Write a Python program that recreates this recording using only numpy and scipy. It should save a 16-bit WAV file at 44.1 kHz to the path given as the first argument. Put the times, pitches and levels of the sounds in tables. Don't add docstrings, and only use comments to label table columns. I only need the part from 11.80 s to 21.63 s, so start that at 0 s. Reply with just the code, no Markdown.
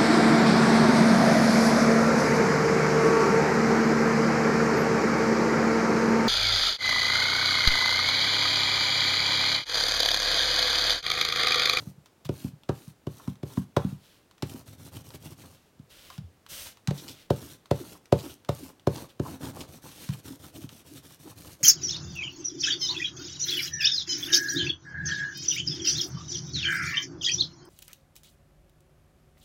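import sys
import numpy as np
from scipy import signal
from scipy.fft import rfft, irfft
from scipy.io import wavfile
from scipy.ndimage import uniform_filter1d

SR = 44100
rng = np.random.default_rng(int(sys.argv[2]) if len(sys.argv) > 2 else 0)


def to_wav(sig):
    pcm = np.clip(np.atleast_2d(sig), -1, 1) * 32767
    pcm = np.round(pcm).astype(np.int16)
    wavfile.write(sys.argv[1], SR, pcm.T)


N = 433503
TIME = np.arange(N) / SR

# (time [s], landing force [dB], contact bandwidth [Hz], drag length [s], drag level [dB])
SWIPES = [(0.492, -27.5, 418, 0.25, -55.5), (0.892, -25.5, 440, 0.26, -60), (1.27, -33, 408, 0.3, -60.5),
          (1.632, -35.5, 417, 0.24, -56), (1.968, -22.5, 537, 0.24, -61.5),
          (2.628, -30.5, 377, 0.23, -54.5), (5.109, -38, 560, 0.28, -52.5), (5.505, -21.5, 520, 0.29, -54),
          (5.912, -23, 551.7, 0.3, -53.5), (6.325, -16.5, 538, 0.27, -53.5), (6.691, -29.5, 620, .26, -53),
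          (7.072, -20.5, 485, 0.22, -52.5), (7.398, -26, 388, 0.21, -53)]
# (end [s], list of (turn time [s], next stroke's level [dB]))
SCRUBS = [(0.138, [(-0.03, -59)]), (3.779, [(2.85, -57), (2.97, -57.5), (3.11, -55), (3.235, -56.5),
          (3.395, -54.5), (3.555, -61)]), (9.9, [(7.59, -52.5), (7.73, -52.5), (7.87, -55.5), (8.01, -52.5),
          (8.145, -53.5), (8.295, -56), (8.425, -54.5), (8.585, -56), (8.72, -55.5), (8.88, -59),
          (9.04, -56), (9.22, -57.5), (9.385, -55), (9.55, -55.5), (9.78, -60.5)])]
SWIPE_RISE_S, SWIPE_FALL_S = 0.086, 0.098
SCRUB_RISE_S, SCRUB_FALL_S, TURN_OVERLAP_S = 0.038, 0.058, 0.0076


def strokes():
    out = [(s, s + length, SWIPE_RISE_S, SWIPE_FALL_S, db, True) for s, _, _, length, db in SWIPES]
    for stop, turns in SCRUBS:
        ends = [s for s, _ in turns[1:]] + [stop]
        for k, ((s, db), end) in enumerate(zip(turns, ends)):
            out.append((s, end + TURN_OVERLAP_S, SCRUB_RISE_S, SCRUB_FALL_S, db, k % 2 == 0))
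    return out


def glide(start, end, rise_s, fall_s):
    speed, span = np.zeros(N), slice(*np.searchsorted(TIME, [start, end]))
    speed_up = np.sin(np.pi / 2 * np.clip((TIME[span] - start) / rise_s, 0, 1))
    slow_down = np.sin(np.pi / 2 * np.clip((end - TIME[span]) / fall_s, 0, 1)) ** 2
    speed[span] = speed_up * slow_down
    return speed


# (time [s], gain [dB])
ARM_PRESSURE = [(.1, 3), (1, -5.5), (1.5, 1), (3.5, 2.5), (5.2, 0.5), (6.8, 1.5), (7.2, 8), (7.8, 9.5),
                (8.25, -3), (8.7, 2), (9.2, -3), (9.8, -0.5)]


def pressure(s):
    return np.interp(s, *np.transpose(ARM_PRESSURE))


# (frequency [Hz], level [dB])
HISS_EQ = [(2000, -14), (4500, -2), (5800, 3), (7500, -3.5), (8600, 1.5), (10400, -3.5), (11500, 1.5),
           (16000, -6)]
RASP_EQ = [(500, -23), (950, -15), (1400, 2.5), (2000, -3), (3000, 4), (4400, 1.5), (5200, -16.5),
           (7000, -4.5), (12000, -10)]
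RUMBLE_EQ = [(55, -17.5), (85, 4.5), (135, 4), (215, -4.5), (285, 1.5), (400, -8.5), (600, -13),
             (900, -14.5), (1400, -21.5), (2500, -36.5)]
# (time [s], bass gain [dB])
DESK_COUPLING = [(1.5, -1), (3.3, 3), (5.6, -7), (7.3, -15), (8.4, -3.5), (9.5, 2)]
HISS_DB, RASP_DB, RUMBLE_DB = 0.5, -1.95, 3.5


def eraser(effort):
    grip = wander(55)
    hiss = unit(colour(slips(14000, spread_db=6.0), HISS_EQ) * undb(1.6 * grip))
    rasp = unit(colour(slips(6000, spread_db=0.72), RASP_EQ) * undb(2.94 * grip + 2 * wander(260)))
    rumble = unit(colour(slips(1500, spread_db=2.2) * undb(2.8 * grip), RUMBLE_EQ))
    coupling = undb(np.interp(TIME, *np.transpose(DESK_COUPLING)))
    rumble = rumble + (coupling - 1) * resonate(rumble, 110, 95)
    rumble_gain = undb(RUMBLE_DB + pressure(TIME))
    return effort * (undb(HISS_DB) * hiss + undb(RASP_DB) * rasp + rumble_gain * rumble)


# (time [s], decay [s], level [dB])
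CATCHES = [(5.178, 0.021, -43), (5.281, 0.025, -41), (6.39, 0.017, -42), (7.155, 0.033, -44.5),
           (7.645, 0.015, -45.5), (7.807, .014, -38)]


def catches():
    force = sum(undb(db) * (TIME > s) * np.exp(-np.abs(TIME - s) / decay) for s, decay, db in CATCHES)
    grains = slips(2500, spread_db=2.3)
    sheet = resonate(grains, 4600, 1600) + undb(4) * resonate(grains, 3550, 900)
    body = undb(-13) * resonate(grains, 700, 600)
    return force * unit(butter(sheet, 1600, "high", order=2) + body)


def hand_reflections(dry):
    out = dry
    for lag_s in (.00045, .0016):
        delay = lag_s * np.exp(.15 * wander(7))
        out = out + .25 * np.interp(TIME - delay, TIME, dry)
    return out


def scuffs(effort, per_second=30, decay_s=.008, trim_db=-6.5):
    onsets = 1. * (rng.random(N) < per_second / SR)
    jolts = signal.lfilter([1], [1, -np.exp(-1 / (decay_s * SR))], onsets)
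    force = jolts * rng.standard_normal(N)
    board = undb(2) * resonate(force, 470, 240) + resonate(force, 884, 300)
    return effort * undb(trim_db + pressure(TIME)) * unit(butter(board, 1500, "low", order=3))


# (time [s], level [dB])
GRUNT_LEVELS = [(0, -60), (3.5, -56), (6, -46.5), (7.5, -40), (8.1, -54), (8.5, -43), (9.8, -42)]
# (centre time [s], pitch [Hz], level [dB])
SQUEAKS = [(2.755, 295.8, -38), (4.866, 1000, -54), (6.015, 362, -32.5), (7.466, 1078, -40),
           (7.816, 904, -49), (8.751, 617, -51), (9.52, 987, -54.5), (9.81, 546, -46.5)]
GRUNT_HZ, GRUNT_WIDTH_S, SQUEAK_WIDTH_S = 294.2, .034, .014
STRAY_HZ, STRAY_SPREAD_OCT, STRAY_DB = 849, 0.55, -8


def squeak_cues(effort, tries=70):
    centres = [(start + end) / 2 for start, end, *_, forward in strokes() if forward]
    cues = [(s, GRUNT_WIDTH_S, GRUNT_HZ, np.interp(s, *np.transpose(GRUNT_LEVELS))) for s in centres]
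    for i, detune in zip(rng.integers(N, size=tries), rng.standard_normal(tries)):
        if effort[i] > 0:
            hz = STRAY_HZ * 2 ** (STRAY_SPREAD_OCT * detune)
            db = 20 * np.log10(effort[i]) + STRAY_DB + pressure(TIME[i])
            cues.append((TIME[i], SQUEAK_WIDTH_S / 2, hz, db))
    return cues + [(s, SQUEAK_WIDTH_S, hz, db) for s, hz, db in SQUEAKS]


def squeaks(cues):
    out = np.zeros(N)
    for (s, width, hz, db), (timing, grip) in zip(cues, rng.standard_normal((len(cues), 2, 1024))):
        span = slice(*np.searchsorted(TIME, [s - 2 * width, s + 2 * width]))
        offset = (TIME[span] - s) / width
        cycle, index = (offset + 2) * width * hz, np.arange(len(grip))
        jitter = 0.14 * np.interp(cycle, index, timing)
        pitch = hz * np.exp(-.04 * offset + jitter)
        force = undb(db + 5 * np.interp(cycle / 2, index, grip)) * np.exp(-2 * offset ** 2)
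        out[span] += force * np.sin(2 * np.pi * np.cumsum(pitch) / SR)
    return out


# (time [s], force [dB], contact bandwidth [Hz])
HAND_THUMPS = [(.068, -40, 242), (0.174, -63, 221), (0.45, -45, 171), (.728, -55, 209), (.644, -29, 288),
               (1.074, -49.5, 240), (1.477, -27.5, 271), (1.774, -21, 268), (2.046, -22.5, 253),
               (2.123, -37, 248), (3.994, -56, 298), (4.38, -37.5, 208), (4.429, -31, 103),
               (5.079, -18, 182.3), (8.289, -23, 182), (8.839, -45, 320)]


def desk():
    landings = [swipe[:3] for swipe in SWIPES]
    out = knocks(landings, weight_db=-1, bounce_db=6, bounce_ratio=0.86, bounce_width=0.41, order=3)
    out += knocks(HAND_THUMPS, weight_db=-0.5, bounce_db=9.5, bounce_ratio=0.834, bounce_width=0.22,
                  order=4)
    for hz in (560, 380):
        out = out - 2 * resonate(out, hz, 0.83 * hz)
    return butter(out, 69, "high", order=6)


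# (frequency [Hz], level [dB], 60 dB decay time [s])
DESK_MODES = [(90, -12, .18), (120, -2.5, .12), (143, -5.5, .19), (187, -8, .16), (243, -14, .13),
              (274, -6.5, .09), (327, -9, .05), (366, -10, .12), (397, -6, .055), (470, -12, .12),
              (534, -13, .13), (574, 2.2, .058), (670, -7.5, .1), (720, 9, .022), (882, -4.2, .12),
              (995, 9, .034), (1240, 15, .018), (1460, 6, .07)]


def knocks(blows, weight_db, bounce_db, bounce_ratio, bounce_width, order):
    t = np.arange(32768) / SR
    modes = np.array([undb(db) * np.cos(2 * np.pi * hz * t) * np.exp(-np.log(1000) * t / t60)
                      for hz, db, t60 in DESK_MODES])
    bass, upper = modes[:3].sum(0), modes[3:].sum(0)
    out = np.zeros(N)
    for s, db, contact_hz in blows:
        bass_db = weight_db + blow_db(db, contact_hz, base_db=5.7, per_db=-0.44, per_octave=7.7)
        ring = butter(undb(bass_db) * bass + upper, contact_hz, "low", order=order)
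        bounce = resonate(ring, bounce_ratio * contact_hz, bounce_width * contact_hz)
        add(out, s, undb(db) * (ring + undb(bounce_db) * bounce))
    return out


def blow_db(force_db, contact_hz, base_db, per_db, per_octave):
    return base_db + per_db * (force_db + 25) + per_octave * np.log2(contact_hz / 450)


def slaps():
    hits = [(s, blow_db(db, hz, base_db=-34, per_db=0.53, per_octave=19.3) + flesh_db)
            for blows, flesh_db in ((SWIPES, 0), (HAND_THUMPS, 1)) for s, db, hz, *_ in blows]
    return undb(-0.5) * paper_hits(hits, attack_s=0.0014, crack_s=0.0029, tail_s=0.027, tail_db=-17.5)


# (time [s], level [dB])
TICKS = [(0.2594, -43), (.453, -40.5), (0.835, -48.5), (1.477, -45), (1.556, -52), (1.771, -53),
         (1.966, -29), (2.512, -49.5), (2.581, -50.5), (2.624, -26.5), (3.305, -43), (4.302, -38),
         (4.38, -40.5), (4.6645, -44), (4.972, -47.5), (5.0745, -26), (5.858, -46), (6.257, -47),
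         (6.326, -34), (6.6486, -46), (6.997, -51), (8.29, -36.5), (8.305, -42), (8.892, -40)]


def ticks():
    snaps = paper_hits(TICKS, attack_s=0.00039, crack_s=0.00085, tail_s=0.012, tail_db=-10)
    return undb(1.5) * butter(snaps, 1200, "high", order=2)


# (frequency [Hz], level [dB])
PAPER_HIT_EQ = [(300, 3.5), (900, 13.5), (1400, 8.5), (2100, 2.5), (3500, 5), (6000, -1.5), (9000, -8.5),
                (16000, -13.5)]


def paper_hits(hits, attack_s, crack_s, tail_s, tail_db, lead_s=.012):
    t = np.arange(SR // 5) / SR
    before, after = np.maximum(lead_s - t, 0), np.maximum(t - lead_s, 0)
    decay = np.exp(-after / crack_s) + undb(tail_db) * np.exp(-after / tail_s)
    envelope = np.exp(-before / attack_s) * decay
    out = np.zeros(N)
    for (s, db), noise in zip(hits, rng.standard_normal((len(hits), len(t)))):
        add(out, s - lead_s, undb(db) * envelope * noise)
    return colour(out, PAPER_HIT_EQ)


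# (time [s], force [dB])
CLACKS = [(0.894, -32.5), (1.398, -48), (1.476, -45.5), (1.773, -41), (1.966, -25.5), (4.302, -44.5),
          (5.085, -41)]


def clacks(decay_s=0.0091):
    t = np.arange(4096) / SR
    force = np.zeros(N)
    for s, db in CLACKS:
        add(force, s, undb(db) * np.exp(-t / decay_s) * rng.standard_normal(len(t)))
    body = resonate(resonate(force, 990, 610), 990, 610)
    edge = undb(-21) * resonate(force, 2700, 700)
    return undb(18.5) * (body + edge)


# (start [s], end [s], rise [s], fall [s], hiss level [dB], skin level [dB])
HAND_SLIDES = [(0.446, 0.49, 0.01, 0.07, -65, -42), (2.164, 2.53, 0.13, 0.4, -68, -56),
               (3.715, 3.98, 0.037, 0.22, -75, -67.5), (4.09, 4.41, 0.025, 0.061, -62, -54.5),
               (4.683, 4.962, 0.041, 0.15, -44, -44.5), (5.33, 5.503, .04, .1, -72, -57.5),
               (7.285, 7.353, .01, 0.064, -85, -57), (8.045, 8.357, 0.16, 0.087, -55, -53)]
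# (frequency [Hz], level [dB])
SKIN_EQ = [(80, 13), (450, 0.5), (600, 9), (780, -4), (1400, 4.5), (2200, 4.5), (3100, 10), (4400, 6),
           (6500, -0.5), (12000, -4)]


def hand_slides():
    hiss = unit(colour(rng.standard_normal(N), HISS_EQ))
    skin = unit(colour(slips(12000, spread_db=2.5) * undb(1.3 * wander(70)), SKIN_EQ))
    return sum(glide(*move) * (undb(hiss_db) * hiss + undb(skin_db) * skin)
               for *move, hiss_db, skin_db in HAND_SLIDES)


def reverb(dry, t60_s, wet_db, predelay_s=.006):
    t = np.arange(SR // 2) / SR
    tail = rng.standard_normal(len(t)) * np.exp(-np.log(1000) * t / t60_s) * (t > predelay_s)
    tail = butter(tail / np.linalg.norm(tail), 7500, "low", order=1)
    return dry + undb(wet_db) * signal.fftconvolve(dry, tail)[:N]


# (frequency [Hz], level [dB])
ROOM_TONE_EQ = [(30, -17.5), (100, -6), (200, -8), (400, -10), (1000, -18.5), (3000, -25.5), (8000, -30.5),
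                (16000, -34.5)]


def room_tone():
    return undb(-63.5) * unit(colour(rng.standard_normal(N), ROOM_TONE_EQ))


def undb(db):
    return 10 ** (np.asarray(db) / 20)


def unit(x):
    return x / np.sqrt(np.mean(x ** 2))


def add(track, s, sound):
    i = max(int(s * SR), 0)
    track[i:i + len(sound)] += sound[:max(N - i, 0)]


def butter(x, hz, kind, order):
    return signal.sosfilt(signal.butter(order, min(hz, .45 * SR), kind, fs=SR, output="sos"), x)


def colour(x, points, size=4096):
    hz, db = np.transpose(points)
    gain = undb(np.interp(np.log(np.fft.rfftfreq(size, 1 / SR) + 1), np.log(hz), db))
    cepstrum = irfft(np.log(gain))
    cepstrum[size // 2:] = 0
    response = irfft(np.exp(2 * rfft(cepstrum)))
    return signal.fftconvolve(x, response / np.linalg.norm(response))[:len(x)]


def resonate(x, hz, width_hz):
    return signal.lfilter(*signal.iirpeak(hz, hz / width_hz, fs=SR), x)


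def wander(per_second):
    step = max(int(SR / per_second), 1)
    held = np.repeat(rng.standard_normal(N // step + 1), step)
    return unit(uniform_filter1d(held, step)[:N])


def slips(per_second, spread_db):
    onsets = rng.random(N) < per_second / SR
    return onsets * rng.standard_normal(N) * undb(spread_db * rng.standard_normal(N))


def scene():
    effort = sum(undb(db) * glide(*move) for *move, db, _ in strokes())
    contacts = slaps() + ticks()
    rubbing = hand_reflections(eraser(effort) + catches()) + scuffs(effort)
    paper = rubbing + hand_slides() + squeaks(squeak_cues(effort)) + contacts + clacks()
    foreground = reverb(paper, t60_s=0.38, wet_db=-11) + reverb(desk(), t60_s=0.3, wet_db=-16.5)
    return (foreground + room_tone())[None]


def record(dry):
    high_cut = signal.ellip(10, .2, 70, 16200, fs=SR, output="sos")
    return signal.sosfilt(high_cut, butter(dry, 29, "high", order=2))


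dry = scene()
out = record(dry)
to_wav(out)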